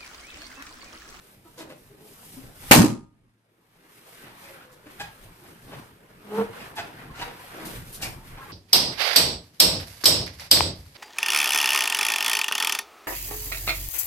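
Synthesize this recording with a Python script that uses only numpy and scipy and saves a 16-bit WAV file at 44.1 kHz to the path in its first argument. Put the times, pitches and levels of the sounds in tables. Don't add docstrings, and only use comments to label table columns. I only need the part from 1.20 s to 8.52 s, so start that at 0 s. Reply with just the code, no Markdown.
import sys
import numpy as np
from scipy import signal
from scipy.fft import rfft, irfft
from scipy.io import wavfile
from scipy.ndimage import uniform_filter1d

SR = 44100
rng = np.random.default_rng(int(sys.argv[2]) if len(sys.argv) > 2 else 0)


def generate_wav(signal):
    frames = np.transpose(np.atleast_2d(signal))
    scaled = np.clip(frames, -1, 1) * 32767
    pcm = np.round(scaled).astype(np.int16)
    wavfile.write(sys.argv[1], SR, pcm)


def decibels_to_gain(level_db):
    exponent = np.asarray(level_db, float) / 20
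    return 10 ** exponent


N = 322812
BURST_S = 1.5109

# frequency in Hz, likeness -1 to 1.
PORT_LIKENESS = [(60, 0.94), (180, 0.98), (540, 0.59), (1630, -0.45), (4900, 0.32), (14700, 0.012)]
# frequency in Hz, likeness -1 to 1.
BURST_LIKENESS = [(60, .5), (180, .9), (540, .35), (1630, .1), (4900, 0), (9000, -.15), (14700, -.1)]


def evened(x):
    return x / np.sqrt(np.mean(x ** 2) + 1e-20)


def read(points, hz):
    f, value = np.transpose(points)
    return np.interp(np.log(hz + 1), np.log(f + 1), value)


def wander(count, smooth):
    once = uniform_filter1d(rng.standard_normal(count), int(smooth))
    return evened(uniform_filter1d(once, int(smooth)))


def coloured(x, gain_db):
    return irfft(rfft(x) * decibels_to_gain(gain_db), x.shape[-1])


def pair(colour, likeness):
    hz = np.fft.rfftfreq(N, 1 / SR)
    a, b = rfft(rng.standard_normal((2, N)))
    c = np.clip(read(likeness, hz), -1, 1)
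    right = c * a + np.sqrt(1 - c ** 2) * b
    return irfft(np.array([a, right]) * decibels_to_gain(colour(hz)), N)


def humps(t, rows, rise_db_per_s, fall_db_per_s):
    s, db, hold = np.transpose(rows)[:3, :, None]
    rise_db = np.maximum(rise_db_per_s * (s - t), 0)
    fall_db = np.maximum(fall_db_per_s * (t - s - abs(hold)), 0)
    return decibels_to_gain(2 * (db - rise_db - fall_db))


def swing(after, hz, db, t60, phase=0.0):
    return decibels_to_gain(db - 60 * after / t60) * np.sin(2 * np.pi * (hz * after + phase))


def slips(rate_hz, orders, jitter):
    turns = np.cumsum(rate_hz * (1 + jitter * wander(len(rate_hz), smooth=35))) / SR
    return evened(sum(decibels_to_gain(db) * np.cos(2 * np.pi * (k * turns + rng.random())) for k, db in orders))


def ducking(t):
    recover_s = [.75, .65, .5, 0.43]
    since, hold_s = t - BURST_S, 0.76
    return (since > 0) * np.clip(1 - (since - hold_s) / np.c_[recover_s], 0, 1)


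def moving(t):
    # time in seconds, effort in dB.
    effort = [(0, 0.5), (.2, -5.5), (.75, -3.5), (1.1, 2), (1.35, 0), (2.8, 3), (3.15, 8), (3.6, 1),
              (3.9, -3), (4.2, 2.5), (4.8, -1), (5.02, 3.5), (5.4, 0), (5.9, 6.5), (6.4, 16.5), (6.7, 5.5),
              (7.02, 3), (7.32, 15)]
    bed_level_db = [-68.5, -60, -59.5, -65.5]
    bed_follows = [0.55, 0.45, 0.97, 0.59]
    ducked_db = [19, 15, 17, 15]
    thump_colour_db = [-0.5, -14, -27.5, -33.5]
    stroke_colour_db = [-20.5, -1, -0.5, -14]
    brush_colour_db = [-35.5, -21, -13, 1.5]
    # start in seconds, level in dB, hold in seconds.
    thumps = [(0.185, -57.5, 0.13), (0.447, -63, .01), (0.622, -57.5, 0.11), (0.94, -60.5, 0.2),
              (1.156, -59, .01), (1.24, -46, .01), (1.327, -62, 0.065), (1.435, -41.5, .01),
              (1.502, -43, .02), (1.86, -61.5, 0.2), (2.55, -66, .05), (2.98, -59, .04),
              (3.09, -60, 0.0095), (4.92, -58, .05), (3.68, -56.5, 0.0083), (3.801, -51, 0.1),
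              (4.031, -49, 0.053), (4.3, -53, 0.0092), (4.454, -49.5, 0.018), (4.58, -54, 0.011),
              (4.731, -54.5, 0.011), (5.22, -49, 0.015), (5.413, -56, 0.074), (5.66, -56, 0.01),
              (5.775, -50.5, 0.036), (5.896, -45.5, 0.024), (6.034, -41.5, 0.027), (6.285, -55, .01),
              (6.447, -56, 0.0091), (6.563, -38, 0.037), (6.693, -44.5, 0.019), (6.85, -40, 0.13),
              (6.79, -44, .02), (7.3, -43, .02), (1.8, -55, .03), (7.111, -39, 0.012)]
    # start in seconds, level in dB, hold in seconds, balloon body above the rub in dB.
    strokes = [(0.42, -56, 0.082, 8.5), (0.833, -67.5, 0.028, 18.5), (1.17, -61.5, 0.1, 3.5),
               (1.44, -63, 0.036, -2), (1.497, -44, .02, -15), (3.049, -49, 0.0061, -2.5),
               (3.26, -51, 0.15, -14), (3.7, -52.5, 0.031, 0), (3.843, -43.5, 0.011, -20),
               (4.054, -55, 0.017, -8), (4.301, -59, 0.012, 8.5), (4.539, -46, 0.045, 1),
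               (4.701, -64, 0.042, -1), (5.168, -39.5, 0.061, 1), (5.361, -42, 0.1, -4.5),
               (5.612, -43, 0.068, -3.5), (5.793, -44, 0.032, -3), (6.026, -36.5, 0.022, -26),
               (6.365, -48, 0.18, 2.5), (6.546, -46, 0.022, -6), (6.85, -44, 0.028, -1),
               (7.123, -50, 0.02, -17), (7.303, -56, 0.024, -12)]
    # start in seconds, level in dB, hold in seconds.
    brushes = [(0.035, -59.5, 0.099), (.28, -61, 0.089), (0.587, -61, 0.099), (0.86, -54, .1),
               (1.045, -50, 0.13), (1.245, -57.5, 0.041), (1.406, -51.5, 0.044), (1.506, -40.5, 0.018),
               (2.74, -59.5, 0.043), (2.89, -55.5, 0.14), (3.21, -55, 0.12), (3.726, -58, 0.057),
               (3.91, -60, 0.039), (4.033, -56, 0.01), (4.17, -61, 0.093), (4.293, -60, 0.038),
               (4.43, -58, 0.16), (4.654, -64.5, 0.031), (5.15, -52.5, 0.029), (5.364, -56.5, 0.12),
               (5.8, -77, 0.032), (6.195, -55, 0.26), (6.523, -46, 0.045), (6.685, -50.5, .02),
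               (6.88, -49, 0.028), (7.075, -56, 0.033), (7.24, -58, 0.04)]

    bed_db = np.outer(bed_follows, np.interp(t, *np.transpose(effort)))
    bed_db = bed_db - np.c_[ducked_db] * ducking(t) + np.c_[bed_level_db]
    stroke_db = np.c_[stroke_colour_db] + np.outer([0, 1, 0, 0], [row[3] for row in strokes])
    power = decibels_to_gain(2 * bed_db)
    power += decibels_to_gain(2 * stroke_db) @ humps(t, strokes, rise_db_per_s=141, fall_db_per_s=141)
    landing = humps(t, thumps, rise_db_per_s=251.5, fall_db_per_s=159.5).sum(0)
    power += decibels_to_gain(2 * np.c_[thump_colour_db]) * landing
    fur = humps(t, brushes, rise_db_per_s=149.5, fall_db_per_s=142.5).sum(0)
    power += decibels_to_gain(2 * np.c_[brush_colour_db]) * fur
    return 10 * np.log10(power)


def rustle():
    band_edges_hz = [25, 160, 600, 4000, 14500]
    # frequency in Hz, density in dB per Hz.
    friction = [(12, -38.5), (20, -5), (42, -6), (66, -10.5), (132, -1.5), (242, -6.5), (470, -7.5),
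                (540, -10.5), (713, -11.5), (966, -10.5), (1170, -11), (1640, -11.5), (5690, -24),
                (13800, -22), (15000, -33.5)]
    # frequency in Hz, gain in dB.
    port_dip = [(5500, -0.5), (7300, -4.5), (8600, -0.5)]

    noise = pair(lambda f: read(friction, f) + read(port_dip, f), PORT_LIKENESS)
    hz, t, z = signal.stft(noise, SR, nperseg=1024, noverlap=896)
    levels = moving(t)
    edges = np.array(band_edges_hz)
    power = 2 / 1.5 * (abs(z) ** 2).mean((0, 2))
    own_db = [10 * np.log10(power[(hz >= lo) & (hz < hi)].sum()) for lo, hi in zip(edges, edges[1:])]
    lift_db = levels - np.c_[own_db]

    centres = np.sqrt(edges[1:] * edges[:-1])
    bands = np.arange(len(levels))
    place = np.interp(np.log(hz + 1), np.log(centres), bands)
    share = np.maximum(1 - abs(place[:, None] - bands), 0)

    patches = uniform_filter1d(rng.standard_normal(z.shape[1:]), size=8, axis=0)
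    patches = evened(uniform_filter1d(patches, size=20, axis=1))
    lumps_db = read([(60, 1.1), (400, 3), (2000, 1.5), (10000, .7)], hz)[:, None] * patches
    z = z * decibels_to_gain(share @ lift_db + lumps_db)
    out = signal.istft(z, SR, nperseg=1024, noverlap=896)[1][:, :N]
    bass = signal.sosfiltfilt(signal.butter(2, 120, fs=SR, output="sos"), out)
    out, bass = (np.array([v[0], np.roll(v[1], 6)]) for v in (out, bass))
    flicker_db = .7 * wander(N, smooth=400) + .9 * wander(N, smooth=30)
    return bass + (out - bass) * decibels_to_gain(flicker_db)


def hum():
    return decibels_to_gain(-77 + 2.5 * wander(N, smooth=3000)) * slips(np.full(N, 112), [(1, 0)], jitter=.09)


def amplifier_hiss():
    duck_db = 10 * ducking(np.arange(N) / SR)[-1]
    return decibels_to_gain(-80.5 - duck_db) * rng.standard_normal((2, N))


def scuffs():
    # frequency in Hz, density in dB per Hz.
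    dry_colour = [(59, -32.5), (100, -8.5), (513, -6.5), (814, 0), (1240, -6.5), (1630, -1), (3920, -4.5),
                  (5500, -10), (8880, -22), (15000, -25.5)]
    # start in seconds, level in dB, slips per s, length in seconds, brightness in dB per octave.
    squeaks = [(.247, -53, 335, 0.033, -7), (.252, -58, 960, 0.055, -11), (.245, -61, 1310, .055, -12),
               (0.499, -53, 600, 0.044, -4), (6.06, -50, 480, 0.044, -16), (6.19, -50, 1020, .035, -14),
               (6.98, -57.5, 880, 0.064, -16), (6.82, -45, 1800, .04, -9), (4.545, -45, 135, 0.062, -10),
               (4.2, -57, 356, 0.063, -17), (0.69, -55, 407, 0.053, -8), (0.74, -54, 410, 0.024, -16),
               (0.803, -56, 430, 0.052, -24), (0.849, -51.5, 420, 0.018, -11),
               (0.903, -54.5, 400, 0.036, -18), (1.165, -39, 268, 0.043, -39), (1.234, -48, 118, 0.02, 1),
               (3.29, -51.5, 540, 0.056, -12), (3.425, -60.5, 505, 0.12, -15), (3.49, -60, 500, 0.077, -21),
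               (3.53, -58, 500, 0.068, -21), (3.23, -59.5, 560, 0.077, -14), (3.28, -55.5, 355, 0.073, -14),
               (3.28, -59, 620, .05, -14), (3.263, -54, 2070, .035, -14), (3.83, -41, 820, 0.026, -0.5),
               (3.885, -53.5, 910, 0.03, -13), (5.265, -43.5, 460, 0.085, -20),
               (5.893, -48, 1100, 0.035, -15), (5.988, -59, 46, 0.11, -10), (6.55, -48, 123, 0.085, -6),
               (6.823, -50, 45, 0.1, -14), (6.853, -41, 112, 0.063, -1), (7.184, -44.5, 1070, 0.044, -11),
               (7.205, -45, 1350, 0.047, -14), (7.212, -45.5, 1630, .035, -18),
               (7.216, -48, 1040, 0.044, -12), (7.255, -48, 840, 0.022, -9), (7.288, -47, 1130, 0.023, -13)]
    # start in seconds, level in dB, slips per s, length in seconds, squeak share 0-1.
    rubs = [(0.372, -44.5, 490, 0.038, 0.87), (0.487, -46, 520, 0.062, 0.52),
            (1.429, -46.5, 130, 0.022, 0.7), (3.019, -53.5, 360, 0.15, 0.01),
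            (3.228, -49, 2440, 0.05, 0.65), (3.399, -57, 1460, 0.07, 0.5), (3.399, -55, 1660, 0.073, .6),
            (3.263, -53, 2000, 0.034, 0.4), (3.656, -45, 292, 0.03, 0.73), (4.247, -52.5, 330, 0.043, 0.13),
            (4.506, -43, 570, 0.069, 0.28), (5.388, -46, 2500, 0.06, 0.54), (5.94, -47.5, 1400, 0.044, 0.7),
            (5.976, -41, 790, 0.063, 0.3), (6.051, -44.5, 480, 0.09, 0.27), (6.35, -45.5, 322, 0.17, 0.78),
            (6.43, -48, 170, .08, 0.6), (6.8, -42, 690, 0.028, 0.1), (7.167, -45, 790, 0.033, 0.1)]
    # start in seconds, level in dB, slips per s, length in seconds, brightness in dB per octave.
    chirps = [
        (0.379, -42, 325, 0.073, -0.5),
        (5.559, -33.5, 860, 0.053, -0.5),
        (5.574, -34, 700, .04, -1.5),
        (5.588, -39, 2550, 0.035, -5),
        (5.611, -43, 890, 0.028, -4),
        (6.008, -31.5, 960, 0.037, -1),
        (5.985, -42, 2900, 0.038, -8),
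        (5.99, -43.5, 2500, .02, -9),
        (5.58, -38, 1620, .04, -4),
    ]
    # start in seconds, level in dB, slips per s, length in seconds, brightness in dB per octave.
    jerks = [
        (3.796, -36, 820, 0.041, 1),
        (3.797, -37.5, 1650, 0.045, -2),
        (3.799, -40, 2480, 0.038, -2),
        (6.823, -33.5, 2700, 0.026, 0.5),
        (6.826, -37.5, 5050, 0.025, -6),
        (6.833, -36.5, 2200, 0.025, -2),
        (6.849, -35.5, 2350, 0.033, -2.5),
    ]

    rows = [(*row, .94, .8) for row in squeaks]
    rows += [(*row[:4], -3.5, row[4], .8) for row in rubs]
    rows += [(*row, .64, .9) for row in chirps]
    rows += [(*row, .68, .5) for row in jerks]
    out, t = np.zeros(N + 8192), np.arange(8192) / SR
    hz = np.fft.rfftfreq(len(t), 1 / SR)
    for s, level_db, rate_hz, length, tilt_db, share, skew in rows:
        share = np.clip(share, 0, 1)
        orders = [(k, (tilt_db - 5.0) * np.log2(k)) for k in range(1, 6) if k * rate_hz < 9000]
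        squeak = slips(rate_hz + 0 * t, orders, jitter=.035 + .07 * (1 - share))
        tint_db = read(dry_colour, hz) + tilt_db * np.log2(hz / 800 + .1)
        dry = evened(coloured(rng.standard_normal(len(t)), tint_db))
        stroke = np.sin(np.pi * np.clip(t / length, 0, 1) ** skew) ** 1.5
        stroke = stroke * decibels_to_gain(2 * wander(len(t), smooth=80))
        at = round(s * SR)
        out[at:at + len(t)] += decibels_to_gain(level_db) * stroke * (np.sqrt(share) * squeak + np.sqrt(1 - share) * dry)
    return out[:N]


def room(x):
    # frequency in Hz, t60 in seconds.
    decay = [(100, .36), (500, .36), (1000, .36), (2000, .32), (8000, .3), (14000, .26)]
    taps = np.zeros((2, SR // 2))
    at = np.arange(150, SR // 2 - 20, 20)
    signs_shape = (2, len(at))
    at = at + rng.integers(0, 20, signs_shape)
    np.put_along_axis(taps, at, rng.choice([-1., 1.], signs_shape), 1)
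    hz, t, z = signal.stft(taps, SR, nperseg=256)
    tail = signal.istft(z * decibels_to_gain(-60 * t / read(decay, hz)[:, None]), SR, nperseg=256)[1]
    return signal.fftconvolve(x[None], tail / np.linalg.norm(tail[0]), axes=1)[:, :N]


def flicks():
    # start in seconds, level in dB, hold in seconds, top above middle treble in dB,
    # chatter per s (1 or less: none).
    contacts = [(0.382, -44.5, 0.028, -4.5, 320), (0.492, -57, .03, 0, 320), (3.52, -57, 0.016, 0, 1),
                (3.672, -63, 0.011, 0, 0), (3.799, -50.5, 0.024, 2, 0), (5.558, -48, 0.02, 2, 0),
                (5.57, -48, 0.019, -2, 0), (5.957, -53, 0.018, -10, 3), (5.99, -50, .015, -8, 2),
                (6.01, -48, .015, -5, -0.5), (6.455, -42, 0.023, 3.5, 0), (6.728, -47, .01, 8.5, 0.5),
                (6.746, -41.5, 0.014, 2, 0), (6.821, -31.5, 0.02, -1.5, 0), (6.858, -50, .012, -2, 1)]
    # frequency in Hz, density in dB per Hz.
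    fur_middle = [(2000, -11), (4000, -0.5), (6500, -3.5), (9000, -5.5), (11000, -40)]
    # frequency in Hz, density in dB per Hz.
    fur_top = [(6000, -20), (9000, 1), (13000, 2), (15000, -7)]

    t = np.arange(0, N, 10) / SR
    top_db, chatter_hz = np.transpose(contacts)[3:]
    chatter_hz = chatter_hz[:, None]
    power = humps(t, contacts, rise_db_per_s=2200, fall_db_per_s=280)
    chatter = (1 + np.cos(2 * np.pi * chatter_hz * t)) ** 2 / 1.5
    power = power * np.where(chatter_hz > 1, chatter, 1)
    middle = evened(pair(lambda f: read(fur_middle, f), PORT_LIKENESS))
    top = evened(pair(lambda f: read(fur_top, f), PORT_LIKENESS))
    gains = np.sqrt([power.sum(0) / 2, decibels_to_gain(2 * top_db) @ power / 2])
    middle_gain, top_gain = np.repeat(gains, 10, axis=1)[:, :N]
    return (middle * middle_gain + top * top_gain) * decibels_to_gain(1.1 * wander(N, smooth=31))


def shock_front(since):
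    # seconds after the burst, level in dB, swing in Hz, t60 in seconds.
    returns = [(.0008, -11, 235, .04), (.0022, -2, 340, .025), (.0032, -10, 600, .04),
               (.0045, -10, 2800, .02), (.074, -14, 100, .15), (.0105, -8, 280, .03),
               (.0277, -2, 800, .018), (.0503, -3, 270, .035), (.0658, -4, 205, .035),
               (.0727, -2.5, 178, .12), (.0905, -6, 215, .06), (.131, -8, 290, .08)]
    # seconds after the burst, level in dB, swing in Hz, t60 in seconds.
    sideways = [
        (.004, -12, 245, .08),
        (.008, -16, 1100, 0.092),
        (.042, -17, 550, .07),
        (.07, -12, 110, .06),
        (.064, -18, 420, .06),
        (.085, -17, 270, .15),
    ]
    port_lag_s, length_s = .00022, .0009
    u = np.maximum(since - np.c_[[0, port_lag_s]], 0) / length_s
    shock = decibels_to_gain(9) * (u > 0) * (1 - u) * np.exp(-u)
    for s, db, swing_hz, t60 in returns:
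        shock = shock - swing(np.maximum(since - s, 0), swing_hz, db, t60)
    for s, db, swing_hz, t60 in sideways:
        shock = shock + np.c_[[1, -1]] * swing(np.maximum(since - s, 0), swing_hz, db, t60)
    return shock


def boom(t, since, span):
    # frequency in Hz, density in dB per Hz.
    boom_colour = [(15, -53), (25, -24), (64, -18.5), (97, -9.5), (128, -5.5), (165, -5), (199, -3.5),
                   (285, -3.5), (334, -9.5), (362, -8), (472, -21.5), (518, -18.5), (600, -24), (780, -52),
                   (1320, -120)]
    # frequency in Hz, level in dB.
    room_modes = [(113, -18.5), (170, -17), (211, -13), (246, -9), (310, -9)]
    # start in seconds, level in dB, hold in seconds.
    surges = [
        (1.517, -15.5, 0.0019),
        (1.598, -12, 0.0085),
        (1.646, -18.5, 0.004),
        (1.705, -27, .01),
        (1.928, -62.5, 0.037),
        (2.054, -66, 0.0048),
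    ]
    surge = np.sqrt(humps(t, surges, rise_db_per_s=302.5, fall_db_per_s=190).sum(0))
    modes = 0
    for hz, db in room_modes:
        level = decibels_to_gain(db + 2.5 * wander(len(t), smooth=700))
        phase = rng.random() + 0.057 * rng.standard_normal((2, 1))
        modes = modes + level * np.sin(2 * np.pi * (hz * since + phase))
    air = evened(pair(lambda f: read(boom_colour, f), BURST_LIKENESS))[:, span]
    return (0.77 * air + modes) * surge


def crack(since, span):
    # frequency in Hz, density in dB per Hz.
    crack_colour = [(290, -31.5), (500, -5), (673, -3.5), (722, -8.5), (820, -4), (1340, -11.5),
                    (1910, -10.5), (1990, -13), (2360, -10), (3710, -16), (4040, -13), (13200, -16.5),
                    (14600, -16.5)]
    # frequency in Hz, gain in dB.
    early = [(500, 5.5), (1000, 4.5), (1900, 12), (2800, 13), (5000, 5), (12000, 8.5)]
    # frequency in Hz, loss in dB per s.
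    loss = [(500, 15), (1000, -20), (2000, 14.5), (8000, 10.5), (11500, 30), (14000, 60), (15000, 130)]
    limited_s = 0.14
    level_db = -8.5 - 114 * np.minimum(since, limited_s) - 202 * np.maximum(since - limited_s, 0)
    noise = evened(pair(lambda f: read(crack_colour, f), BURST_LIKENESS))[:, span]
    hz, frames, z = signal.stft(noise, SR, nperseg=256, noverlap=192)
    age = np.minimum(frames, .5)
    z = z * decibels_to_gain(np.outer(read(early, hz), np.exp(-age / .03)) - np.outer(read(loss, hz), age))
    noise = signal.istft(z, SR, nperseg=256, noverlap=192)[1][:, :len(since)]
    return noise * decibels_to_gain(level_db + 2.2 * wander(N, smooth=60)[span])


def ringing(since):
    # frequency in Hz, level in dB, t60 in seconds.
    neighbours = [(113, -23, 1.2), (800, -12, .4), (937, -6, .48), (1082, -11, .4), (1228, -7, .5),
                  (1362, -13, .45)]
    # frequency in Hz, level in dB, t60 in seconds.
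    shreds = [(1526, -16.5, 0.21), (1780, -16.5, .13), (1892, -15.5, 0.14), (2090, -18, 0.15),
              (2350, -18, .13), (2800, -15, 0.11), (8760, -24.5, 0.2), (11480, -24.5, 0.22),
              (12590, -24, 0.27)]
    out = 0
    for hz, db, t60 in neighbours:
        phase = rng.random() + 0.08 * rng.standard_normal((2, 1))
        out = out + swing(since, hz, db - 18.5, t60, phase)
    for hz, db, t60 in shreds:
        out = out + swing(since, hz, db, t60, rng.random((2, 1)))
    return out


def burst():
    span = slice(round(BURST_S * SR), round((BURST_S + 1.5) * SR))
    t = np.arange(N)[span] / SR
    since = np.maximum(t - BURST_S, 0)
    swell = 1 - np.exp(-(since / .0008) ** 2)
    bang = np.zeros((2, N))
    bang[:, span] = shock_front(since) + swell * (boom(t, since, span) + crack(since, span) + ringing(since))
    return signal.sosfilt(signal.butter(2, 75, "high", fs=SR, output="sos"), bang)


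def groan():
    # time in seconds, level in dB, slips per s.
    drag = [
        (5.05, -44.5, 209),
        (5.11, -37, 209),
        (5.15, -30, 213),
        (5.172, -30.5, 225),
        (5.188, -19.5, 227),
        (5.205, -21.5, 225),
        (5.221, -21, 225),
        (5.236, -30, 233),
        (5.262, -43, 236),
    ]
    # multiple of the slip rate, level in dB.
    multiples = [(1, -11), (2, 3.5), (3, -17), (4, -8), (4.6, -16), (5, -18), (6, -15), (7, -36), (8, -30)]
    # time in seconds, gain in dB.
    upper_fade = [(5.1, 0), (5.2, 0.5), (5.222, -9)]
    s, level_db, rate_hz = np.transpose(drag)
    t = np.arange(N) / SR
    rate = np.interp(t, s, rate_hz)
    tone = slips(rate, multiples[1:2], jitter=.018)
    upper = slips(rate, multiples[2:], jitter=.025)
    tone += decibels_to_gain(-9.5 + np.interp(t, *np.transpose(upper_fade))) * upper
    tone *= np.interp(t, [5.09, 5.12], [.15, 1])
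    tone += decibels_to_gain(-6.5) * slips(208 + 0 * t, [(0.99, 0)], jitter=0.023)
    rasp_db = -11 * abs(np.log2(np.fft.rfftfreq(N, 1 / SR) / 700 + .01))
    rasp = evened(coloured(rng.standard_normal(N), rasp_db))
    edge = np.interp(t, [s[0] - .02, s[0], s[-1], s[-1] + 0.024], [0, 1, 1, 0])
    return edge * decibels_to_gain(np.interp(t, s, level_db)) * (tone + 0.2 * rasp)


def scene():
    bang, rubs, drag = burst(), scuffs(), groan()
    wet = room(decibels_to_gain(-4.5) * rubs + decibels_to_gain(-16) * drag)
    hiss = amplifier_hiss()
    near = decibels_to_gain(0.5) * rubs + decibels_to_gain(-1.0) * drag
    return np.array([near, np.roll(near, 5)]) + wet + rustle() + flicks() + bang + hiss + hum()


def roll_off(x):
    return signal.sosfilt(signal.butter(12, 15320, fs=SR, output="sos"), x)


def record(dry):
    # time in seconds, share removed 0-1.
    top_dulling = [(1.7, 0), (1.77, .9), (1.98, .7), (2.26, .5), (2.38, 0)]
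    clipped = np.clip(dry, -.93, .93)
    top = signal.sosfiltfilt(signal.butter(6, 11800, "high", fs=SR, output="sos"), clipped)
    dulled = clipped - np.interp(np.arange(N) / SR, *np.transpose(top_dulling)) * top
    band_limit = signal.firwin(511, 14750, fs=SR)
    return roll_off(signal.oaconvolve(dulled, band_limit[None], "same"))


dry = scene()
out = record(dry)
generate_wav(out)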